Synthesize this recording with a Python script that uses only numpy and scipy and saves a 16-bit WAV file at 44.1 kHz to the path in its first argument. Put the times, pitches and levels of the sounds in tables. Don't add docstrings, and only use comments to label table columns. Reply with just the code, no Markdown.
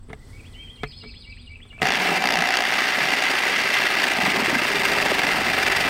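import sys
import numpy as np
from scipy import signal
from scipy.fft import rfft, irfft, next_fast_len
from scipy.io import wavfile
from scipy.ndimage import uniform_filter1d, map_coordinates

SR = 44100
rng = np.random.default_rng(int(sys.argv[2]) if len(sys.argv) > 2 else 0)


def master(y):
    cut = np.clip(np.atleast_2d(y).T, -1, 1)
    pcm = np.round(cut * 32767)
    wavfile.write(sys.argv[1], SR, pcm.astype(np.int16))


N = 259749
T = np.arange(N) / SR


def amp(db):
    return 10 ** (np.asarray(db) / 20)


def unit(x):
    return x / np.sqrt(np.mean(x ** 2) + 1e-20)


def noise():
    return rng.standard_normal(N)


def curves(rows):
    s, *cols = np.transpose(rows)
    return [np.interp(T, s, col) for col in cols]


def wobble(rate_hz):
    knots = rng.standard_normal(int(N * rate_hz / SR) + 4)
    return map_coordinates(knots, [T * rate_hz])


def filtered(x, response):
    m = next_fast_len(N + SR // 2)
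    return irfft(rfft(x, m) * response(np.fft.rfftfreq(m, 1 / SR)), m)[..., :N]


def coloured(x, spectrum):
    hz, db = np.transpose(spectrum)
    return filtered(x, lambda f: amp(np.interp(np.log(f + 1), np.log(hz + 1), db)))


def rung(x, modes):
    def response(f):
        total = 0
        for k, (hz, width, db) in enumerate(modes):
            resonance = 1j * f * width / (hz * hz - f * f + 1j * f * width)
            total = total + (-1) ** k * amp(db) * resonance
        return total
    return filtered(x, response)


def blows(times, gains):
    return np.bincount(np.round(np.asarray(times) * SR).astype(int), gains, N)[:N]


def bursts(times, gains, t60):
    shape = signal.lfilter([1], [1, -amp(-60 / (t60 * SR))], blows(times, gains))
    return shape * noise()


# start_s, level_db
RUMBLE_LEVEL = [(0, -45), (.5, -44.5), (1.2, -44), (1.8, -46.5), (2.0, -54), (2.7, -56), (3.3, -58),
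                (3.7, -59), (4.2, -62), (4.8, -56.5), (5.9, -44.5)]
# hz, gain_db
RUMBLE_SPECTRUM = [(12, -43), (28, -3), (48, -4.5), (97, -5), (135, -21), (206, -21), (242, -13.5),
                   (296, -49), (500, -45), (650, -71), (1100, -120)]
RUSTLE_SPECTRUM = [(76, -24), (130, 1.5), (189, -11), (248, -4), (301, -9.5), (468, -11.5), (620, -19),
                   (750, -18.5), (950, -19.5), (1250, -20.5), (1600, -23), (1810, -25), (2020, -32),
                   (3500, -25), (4550, -63), (7700, -120)]
SHIMMER_SPECTRUM = [(2060, -35), (3500, -6), (4440, 0.5), (6670, -8.5), (8300, -5), (11000, -14.5),
                    (15600, -16)]
# pitch_hz, width_hz, gain_db
DRONE_MODES = [(92, 2.8, 1), (243.3, 8.7, -5)]
# start_s, strength_0_to_1
GUST_STRENGTH = [(0, 0.37), (.13, 0.5), (.3, 1), (.46, 0.94), (.87, 0.66), (1.05, 0.36), (1.5, 0.18),
                 (1.8, 0.6)]
# start_s, level_db
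FAINT_BAND_LEVEL = [(0, -84), (.2, -64), (.5, -63), (.9, -69), (1.3, -85)]
# start_s, level_db
BUFFET_LEVEL = [(0, -45), (.4, -49), (.8, -63), (1.5, -66), (2.5, -63), (3.2, -66), (3.7, -62), (4.2, -66),
                (5.0, -53), (5.9, -58)]
RUSTLE_DB, SHIMMER_DB = (-60, 9), (-79.5, 20.5)


def air():
    gust = curves(GUST_STRENGTH)[0]
    rumble = unit(coloured(noise(), RUMBLE_SPECTRUM))
    drone = amp(-12.5) * unit(rung(rung(noise(), DRONE_MODES), DRONE_MODES))
    far = amp(curves(RUMBLE_LEVEL)[0]) * (rumble + drone)
    rustle = amp(RUSTLE_DB[0] + RUSTLE_DB[1] * gust) * unit(coloured(noise(), RUSTLE_SPECTRUM))
    shimmer = amp(SHIMMER_DB[0] + SHIMMER_DB[1] * gust) * unit(coloured(noise(), SHIMMER_SPECTRUM))
    band = unit(rung(rung(noise(), [(2000, 150, 0)]), [(2000, 200, 0)]))
    band = band * amp(curves(FAINT_BAND_LEVEL)[0] + 1.9 * wobble(31.7))
    buffet = unit(coloured(noise(), [(8, -30), (18, 0), (35, -5), (55, -25), (120, -80)]))
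    return far + rustle + shimmer + band + amp(curves(BUFFET_LEVEL)[0]) * buffet


def note(rows, edge_s=0.0029):
    s, hz, db = np.transpose(rows)
    end_s = s[-1] + edge_s
    span = slice(round(s[0] * SR), round(end_s * SR))
    t, out = T[span], np.zeros(N)
    ends = np.clip(np.minimum(t - s[0], end_s - t) / edge_s, 0, 1)
    phase = 2 * np.pi * np.cumsum(np.interp(t, s, hz)) / SR
    out[span] = np.sqrt(2) * ends * amp(np.interp(t, s, db)) * np.sin(phase)
    return out


# start_s, chirp_count
CRICKET_RUNS = [(.027, 12), (.689, 1), (.760, 20)]
BUZZ_STARTS = [.08, .28, .5, .73, .965, 1.195, 1.42, 1.655]
CHIRP_EVERY_S, BUZZ_S = .054, 0.047
CHIRP_AT_0S_DB, BUZZ_AT_0S_DB, FADE_DB_PER_S = -63, -69.5, 1.5


def insects():
    times = np.concatenate([s + CHIRP_EVERY_S * np.arange(count) for s, count in CRICKET_RUNS])
    cricket = np.zeros(N)
    for s in times:
        db = CHIRP_AT_0S_DB - FADE_DB_PER_S * s
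        cricket += note([(s, 8100, db), (s + 0.012, 8080, db), (s + 0.019, 8050, db - 5)])
    gate = sum((T > s) & (T < s + BUZZ_S) for s in BUZZ_STARTS)
    buzz = unit(rung(rung(noise(), [(9100, 300, 0)]), [(9100, 300, 0)]))
    katydid = amp(BUZZ_AT_0S_DB - FADE_DB_PER_S * T) * gate * buzz
    swarm = [(7620, 700, -2.0), (8350, 500, -1)]
    chorus = amp(-74 + 1.2 * wobble(18.2)) * unit(rung(rung(noise(), swarm), swarm))
    return cricket + katydid + chorus


# start_s, tap_db, thud_db, snap_db
SHOE_KNOCKS = [(0.086, -43, -45, -62), (0.094, -38, -52, -58), (0.101, -31, -39, -62),
               (0.112, -42, -41, -52), (0.13, -23, -38.5, -26), (0.833, -9.5, -28.5, -53),
               (1.027, -40, -50, -70), (1.036, -33.5, -47, -62), (1.047, -43, -45, -66),
               (1.057, -49, -45, -60), (1.187, -57, -65, -52), (1.652, -41, -57, -70),
               (1.727, -35, -60, -62), (1.779, -36, -54, -61), (1.8, -29, -47, -50), (1.813, -28, -49, -24),
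               (1.818, -13, -28, -23), (1.829, -15, -24, -31), (3.011, -11, -36.5, -32),
               (3.055, -13, -43, -30), (4.214, -5.5, -36, -29), (4.258, -5, -42, -29)]
# pitch_hz, width_hz, gain_db
TAP_MODES = [(685, 120, 0), (1300, 240, -3.5), (1720, 94, -3.5), (2100, 200, -3.5), (3430, 1100, -16)]
DECK_MODES = [(48, 43, -24), (89, 38, -21), (139, 11.3, 6.5), (247, 74, -5.5), (431, 21, 2.5)]


def knocks():
    s, tap_db, thud_db, snap_db = np.transpose(SHOE_KNOCKS)
    push = rung(blows(s, amp(tap_db)), [(1490, 4200, 0)])
    tap = rung(amp(6.0) * bursts(s, amp(tap_db), t60=0.047) + amp(12.0) * push, TAP_MODES)
    thud = amp(50.5) * rung(rung(blows(s, amp(thud_db)), DECK_MODES), [(242, 2500, 0)])
    snap = rung(bursts(s, amp(snap_db), t60=0.01), [(5900, 3000, 0)])
    return tap + thud + amp(-10.0) * rung(snap, [(5000, 8000, 0)])


def song(parts, calls):
    out = np.zeros(N)
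    for s, db, ratio in calls:
        for part in parts:
            out += note(np.multiply(part, [1, ratio, 1]) + [s, 0, db])
    return out


def trees(x, t60):
    t = T[:SR // 2]
    tail = rng.standard_normal(len(t)) * amp(-60 * t / t60)
    return signal.fftconvolve(x, tail / np.linalg.norm(tail))[:N]


# offset_s, pitch_hz (at ratio 1), level_db (relative)
WREN_PHRASE = [
    [(-.008, 2200, -13), (.01, 2290, -5), (.036, 2310, -3), (.05, 2320, -7), (.082, 2330, -11)],
    [(.036, 2330, -10), (.046, 2650, -9)],
    [(.052, 2850, -14), (.059, 2700, -11), (.062, 2650, 1), (.074, 2450, -2)],
    [(.106, 1650, -9), (.115, 2500, -5), (.128, 3150, -5), (.14, 3450, -1), (.152, 3550, -8)],
    [(.191, 4400, -12), (.197, 4150, -10), (.201, 3700, -9), (.207, 3050, -9), (.211, 2880, -1),
     (.223, 2820, -3)],
]
TRILL_TURN = [
    [(-.012, 4240, -9), (.01, 4410, -6)],
    [(.002, 5160, -12), (.02, 4990, -3), (.046, 4810, -6)],
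    [(.036, 4680, -7), (.05, 4100, -6), (.062, 3520, -7), (.075, 3100, -15)],
    [(.05, 5100, -10), (.075, 5010, -19), (.104, 4900, -16)],
]
# start_s, pitch_hz, level_db
WHISTLE_NOTE = [(0.54, 3000, -60), (0.55, 3000, -48), (0.584, 3090, -48), (0.602, 3160, -39.5),
                (0.665, 3236, -50), (0.682, 3032, -46), (0.71, 3220, -47.5), (0.83, 3192, -55),
                (0.9, 3170, -71)]
WREN_S, WREN_EVERY_S, WREN_DB, WREN_SWELL_DB = .334, .2322, -48.5, 0.57
WREN_PITCH_RATIO, WREN_RISE = .98, 0.0044
TRILL_S, TRILL_EVERY_S, TRILL_DB = .869, .1008, -45.5
TRILL_FADE_DB, TRILL_SAG = 0.36, .006


def birds():
    phrases, turns = [], []
    for k in range(7):
        pitch_ratio = WREN_PITCH_RATIO + WREN_RISE * k
        phrases.append((WREN_S + WREN_EVERY_S * k, WREN_DB + WREN_SWELL_DB * k, pitch_ratio))
        turns.append((TRILL_S + TRILL_EVERY_S * k, TRILL_DB - TRILL_FADE_DB * k ** 2, 1 - TRILL_SAG * k))
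    wren = song(WREN_PHRASE, phrases) * amp(3 * wobble(170)) * (1 + .3 * wobble(600))
    whistle = note(WHISTLE_NOTE, edge_s=0.013) * amp(1.4 * wobble(54.6))
    trill = song(TRILL_TURN, turns) * amp(1.5 * wobble(110)) * (1 + .7 * wobble(450))
    near = wren + whistle
    near_echoes = amp(-7) * (trees(near, t60=0.1) + trees(near, t60=1.0))
    return near + near_echoes + trill + amp(-0.5) * trees(trill, t60=0.41)


# start_s, stroke_rate_hz
STROKE_RATE = [(1.8, 20.625), (3.0, 21.45), (3.2, 23.45), (4.0, 22.2), (4.2, 21.25), (4.6, 23.25),
               (4.8, 24.2), (5.0, 22.7)]
FIRST_STROKE = .4


def crank():
    s, rate = np.transpose(STROKE_RATE)
    speed = rate[np.maximum(np.searchsorted(s, T) - 1, 0)] * (T > s[0])
    return FIRST_STROKE + np.cumsum(uniform_filter1d(speed, size=SR // 6, mode="nearest")) / SR


# start_s, bite_0_to_1
TOOTH_BITE = [(1.82, 0.58), (1.92, 0.05), (1.97, 0.86), (2.18, 0.95), (2.195, 0.8), (2.235, 0.15),
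              (2.42, 0.33), (2.56, 0.38), (2.72, 0.75), (3.1, 0.82)]
CUT_S = (3.87, 4.25)


def loaded(law):
    idle_db, bite_db, deep_db = law
    return idle_db + bite_db * curves(TOOTH_BITE)[0] + deep_db * np.interp(T, CUT_S, [0, 1])


def rasp(spiky_db, clump_db):
    spikes = np.minimum(rng.exponential(size=N), 5)
    sizes = amp(spiky_db * spikes + clump_db * wobble(170))
    return unit(sizes * noise())


# pitch_hz, width_hz, gain_db
HOUSING_MODES = [(1260, 186, -4.5), (1662, 169, -2), (2042, 174, 1), (2350, 170, -1.5), (2630, 270, -3),
                 (3320, 760, -9.5), (4220, 660, -11.5), (5750, 920, -18.5)]
SHOE_MODES = [(755, 60, 0)]
# hz, gain_db
HISS_SPECTRUM = [(2940, -5), (5000, -6), (6690, 0), (8650, 7), (10100, -5.5), (13100, -0.5), (15600, -3)]
# start_s, level_db
SHOE_LEVEL = [(1.82, -27), (1.93, -40), (2.0, -29.5), (2.17, -28.5), (2.21, -31), (2.24, -31), (2.42, -30),
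              (2.55, -35.5), (2.7, -37.5), (2.9, -40.5), (3.4, -40), (3.8, -45.5), (4.2, -33.5), (4.6, -54),
              (5.0, -40.5), (5.9, -35.5)]
HOUSING_DB, HISS_DB = (-28, 4.5, -0.5), (-56, 14, 3)
SWELL_DB = (0.53, .5, 3)


def blade():
    stroke = loaded(SWELL_DB) * np.cos(2 * np.pi * crank())
    uneven = wobble(35)
    teeth = rasp(spiky_db=3.5, clump_db=2.5)
    housing = unit(rung(teeth, HOUSING_MODES))
    housing = housing * amp(loaded(HOUSING_DB) + 0.5 * stroke + 0.057 * uneven)
    hiss = unit(coloured(teeth, HISS_SPECTRUM))
    hiss = hiss * amp(loaded(HISS_DB) + 0.88 * stroke + uneven)
    shoe = unit(rung(rasp(spiky_db=1.5, clump_db=0.0), SHOE_MODES))
    return housing + hiss + amp(curves(SHOE_LEVEL)[0] + 1.4 * stroke) * shoe


# pitch_hz, width_hz, gain_db
BLADE_MODES = [(1580, 48, 1), (1710, 68, -0.5), (1896, 53, 1), (2030, 65, -1.5), (2107, 32, 1.5),
               (2214, 66, -7), (2363, 24, 5), (2650, 42, -2.5), (2680, 61, -4), (3580, 75, -4.5),
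               (4716, 75, -9), (4810, 59, -12.5), (6140, 120, -19)]
BLADE_DB, BLADE_WAVER_DB = (-35, 7.5, -0.5), 2.5


def blade_ring():
    teeth = rasp(spiky_db=3.0, clump_db=3.5)
    modes = np.zeros(N)
    for hz, width, db in BLADE_MODES:
        mode = signal.lfilter(*signal.iirpeak(hz, hz / width, SR), teeth)
        modes += amp(db + BLADE_WAVER_DB * wobble(8)) * mode
    stroke = loaded(SWELL_DB) * np.cos(2 * np.pi * crank())
    return amp(loaded(BLADE_DB) + 0.86 * stroke) * unit(modes)


# pitch_hz, width_hz, gain_db
PLANK_MODES = [(132.6, 11.6, -11), (255, 54, 0), (318, 66, 0), (398, 54, 2.5), (583, 103, -1),
               (913, 260, -2.5)]
FREE_END_MODES = [(175.4, 32, 0)]
THUMP_MODES = [(184, 105, -6.5), (273, 74, -2), (288, 53, -1), (414, 41, -8.5), (650, 170, -8.5)]
# start_s, looseness_0_to_1
LOOSENESS = [(2.9, 0.4), (3.2, 0.34), (4.1, 0.57), (4.3, 0.9), (4.4, 0.82), (4.6, 0.7), (4.95, 0.93),
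             (5.25, 0.97), (5.45, 0.76), (5.9, 0.8)]
# start_s, length_s, level_db
BOUNCE_SPELLS = [(1.815, 0.024, -33.5), (2.01, 0.24, -36.5), (2.36, 0.046, -36), (3.02, 0.049, -42),
                 (5.376, 0.14, -40.5)]
# stroke_rate_multiple, level_db (relative)
ROCK_PARTIALS = [(1, -20), (2, -14), (3, 1), (4, 5), (5, -12), (6, 9.5)]
SHAKE_DB, THUMP_DB, ROCK_DB = (-36, 7.5), (-59.5, 23.5), (-83, 52.5)
ROCK_FULL = 0.707
BOUNCE_REST_DB, BOUNCE_SLOPE_DB_PER_S = -53.5, 145
SHAKE_PER_BOUNCE = 0.1


def plank():
    loose, made = curves(LOOSENESS)[0], crank()
    bounce_db = np.full(N, BOUNCE_REST_DB)
    for s, length, db in BOUNCE_SPELLS:
        outside_s = np.maximum(0, np.maximum(s - T, T - s - length))
        bounce_db = np.maximum(bounce_db, db - BOUNCE_SLOPE_DB_PER_S * outside_s)
    shake_db = SHAKE_DB[0] + SHAKE_DB[1] * loose + SHAKE_PER_BOUNCE * (bounce_db - BOUNCE_REST_DB)
    drive = rasp(spiky_db=3.0, clump_db=3.0)
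    shake = amp(shake_db + 0.79 * wobble(20)) * unit(rung(drive, PLANK_MODES))
    bounce = amp(bounce_db) * unit(rung(rung(drive, FREE_END_MODES), FREE_END_MODES))

    stroke_times = np.flatnonzero(np.diff(np.floor(made))) / SR
    hits = blows(stroke_times, amp(1.2 * rng.standard_normal(len(stroke_times))))
    thump = unit(rung(rung(hits, THUMP_MODES), [(343, 1600, 0)]))
    thump = thump * amp(THUMP_DB[0] + THUMP_DB[1] * loose)

    rock = np.zeros(N)
    for k, db in ROCK_PARTIALS:
        rock += amp(db + 2.2 * wobble(11.0)) * np.sin(2 * np.pi * (k * made + rng.random()))
    rock = amp(ROCK_DB[0] + ROCK_DB[1] * np.minimum(loose, ROCK_FULL)) * unit(rock)
    return shake + bounce + thump + rock


# pitch_hz, width_hz, gain_db
GEARBOX_MODES = [(735, 270, -1), (1280, 460, -4.5), (1667, 280, 2.5), (1994, 197, 5), (2726, 270, 1),
                 (3580, 350, -6.5), (4640, 190, -4), (5600, 360, -10.5), (6580, 580, -15.5),
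                 (9200, 3900, -22), (12600, 4300, -27.5)]
# start_s, strength_db
GEAR_JOLTS = [(1.818, 2.5), (1.829, -1), (1.843, -25), (1.887, -23), (1.919, -16), (1.955, -3),
              (2.29, -11), (2.57, 2.5), (2.6518, 0), (2.8193, -7), (2.8696, -9), (3.086, -12), (3.136, -1),
              (3.3013, -7), (3.816, -12), (3.985, -5.5), (4.033, 0), (4.1171, -0.5), (4.302, -7),
              (4.4586, 0), (5.0515, -7), (5.268, -3), (5.3603, -8), (5.6659, -2), (5.806, -6)]
RATTLE_DB, RATTLE_PER_S = (-42.5, 12.5, -3), 130
TAUT_S, TAUT_DB = (1.965, 2.215), -8


def rattle():
    luck = rng.random((round(RATTLE_PER_S * N / SR), 2))
    times = luck[:, 0] * T[-1]
    stroke = np.cos(2 * np.pi * np.interp(times, T, crank()))
    sizes = amp(14.0 * luck[:, 1] + 2.9 * stroke)
    sizes = sizes * amp(-5 * (times < TAUT_S[1]))
    chatter = amp(loaded(RATTLE_DB)) * unit(rung(bursts(times, sizes, t60=0.012), GEARBOX_MODES))
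    s, db = np.transpose(GEAR_JOLTS)
    return chatter + rung(bursts(s, amp(db), t60=0.0086), GEARBOX_MODES)


MAINS_HZ, FIRST_JERK_S = 60.1, 1.8563
EARLY_MS, SETTLED_S = 2.3, 2.1
JERK_DB = (-22.5, -10, -1)
TICK_DB, SHOE_STRUCK_DB = -13, -2.5


def gears():
    times = np.arange(FIRST_JERK_S, N / SR, 1 / MAINS_HZ)
    times = times - EARLY_MS / 1000 * (times < SETTLED_S)
    luck = rng.standard_normal((len(times), 2))
    times = np.clip(times + .0003 * luck[:, 0], 0, T[-1])
    taut = (times > TAUT_S[0]) & (times < TAUT_S[1])
    sizes = amp(1.4 * luck[:, 1] + TAUT_DB * taut)
    pushes = blows(times, sizes)
    hits = bursts(times, sizes, t60=0.017) + amp(19.0) * rung(pushes, [(1280, 2400, 0)])
    tick_modes = [(4680, 420, 6), (6640, 600, -1.5), (11000, 6000, -17)]
    tick = amp(TICK_DB) * unit(rung(bursts(times, sizes, t60=0.011), tick_modes))
    shoe = unit(rung(rung(pushes, SHOE_MODES), [(760, 130, 0)]))
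    shoe = shoe * amp(curves(SHOE_LEVEL)[0] + SHOE_STRUCK_DB)
    return amp(loaded(JERK_DB)) * (unit(rung(hits, GEARBOX_MODES)) + tick) + shoe


# start_s, level_db (before rise and decay), pitch_hz
PLANK_SLAPS = [(4.184, -17, 244), (4.231, -14, 200), (4.274, -14.5, 200), (4.341, -18.5, 374),
               (4.373, -17, 214.5), (4.42, -15, 229), (4.479, -15.5, 354), (4.527, -12, 276),
               (4.558, -14, 242), (4.617, -18, 350), (4.659, -34, 264), (4.706, -17, 397),
               (4.744, -15, 400), (4.79, -22, 204), (4.833, -24, 417), (4.877, -19, 266), (4.916, -17, 413),
               (4.96, -22, 410), (5.303, -23, 392)]
SLAP_RISE_S, SLAP_T60_S, SLAP_THUD_DB = 0.0052, 0.068, 40.5


def slaps():
    out, t = np.zeros(N + SR), T[:SR // 4]
    rise = 1 - np.exp(-t / SLAP_RISE_S)
    for s, db, hz in PLANK_SLAPS:
        ring = amp(db - 60 * t / SLAP_T60_S) * rise * np.sin(2 * np.pi * hz * t)
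        out[round(s * SR):][:len(t)] += ring
    s, db, _ = np.transpose(PLANK_SLAPS)
    thud = rung(blows(s, amp(db + SLAP_THUD_DB)), THUMP_MODES)
    return out[:N] + rung(thud, [(336, 220, 0)])


START_S = 1.8175
LULL_S, LULL_DB = (2.185, 2.219), -6.


def scene():
    in_lull = (T > LULL_S[0]) & (T < LULL_S[1])
    lull = amp(uniform_filter1d(LULL_DB * in_lull, size=SR // 200))
    saw = lull * (blade() + rattle() + gears()) + blade_ring()
    running = (saw + plank() + slaps()) * (T > START_S)
    return (air() + insects() + knocks() + birds() + running)[None]


TOP_HZ = 15790


def record(dry):
    ceiling, hardness = .38, 6
    live = dry + amp(-92) * noise()
    clipped = live / (1 + np.abs(live / ceiling) ** hardness) ** (1 / hardness)
    return filtered(clipped, lambda hz: hz < TOP_HZ)


dry = scene()
out = record(dry)
master(out)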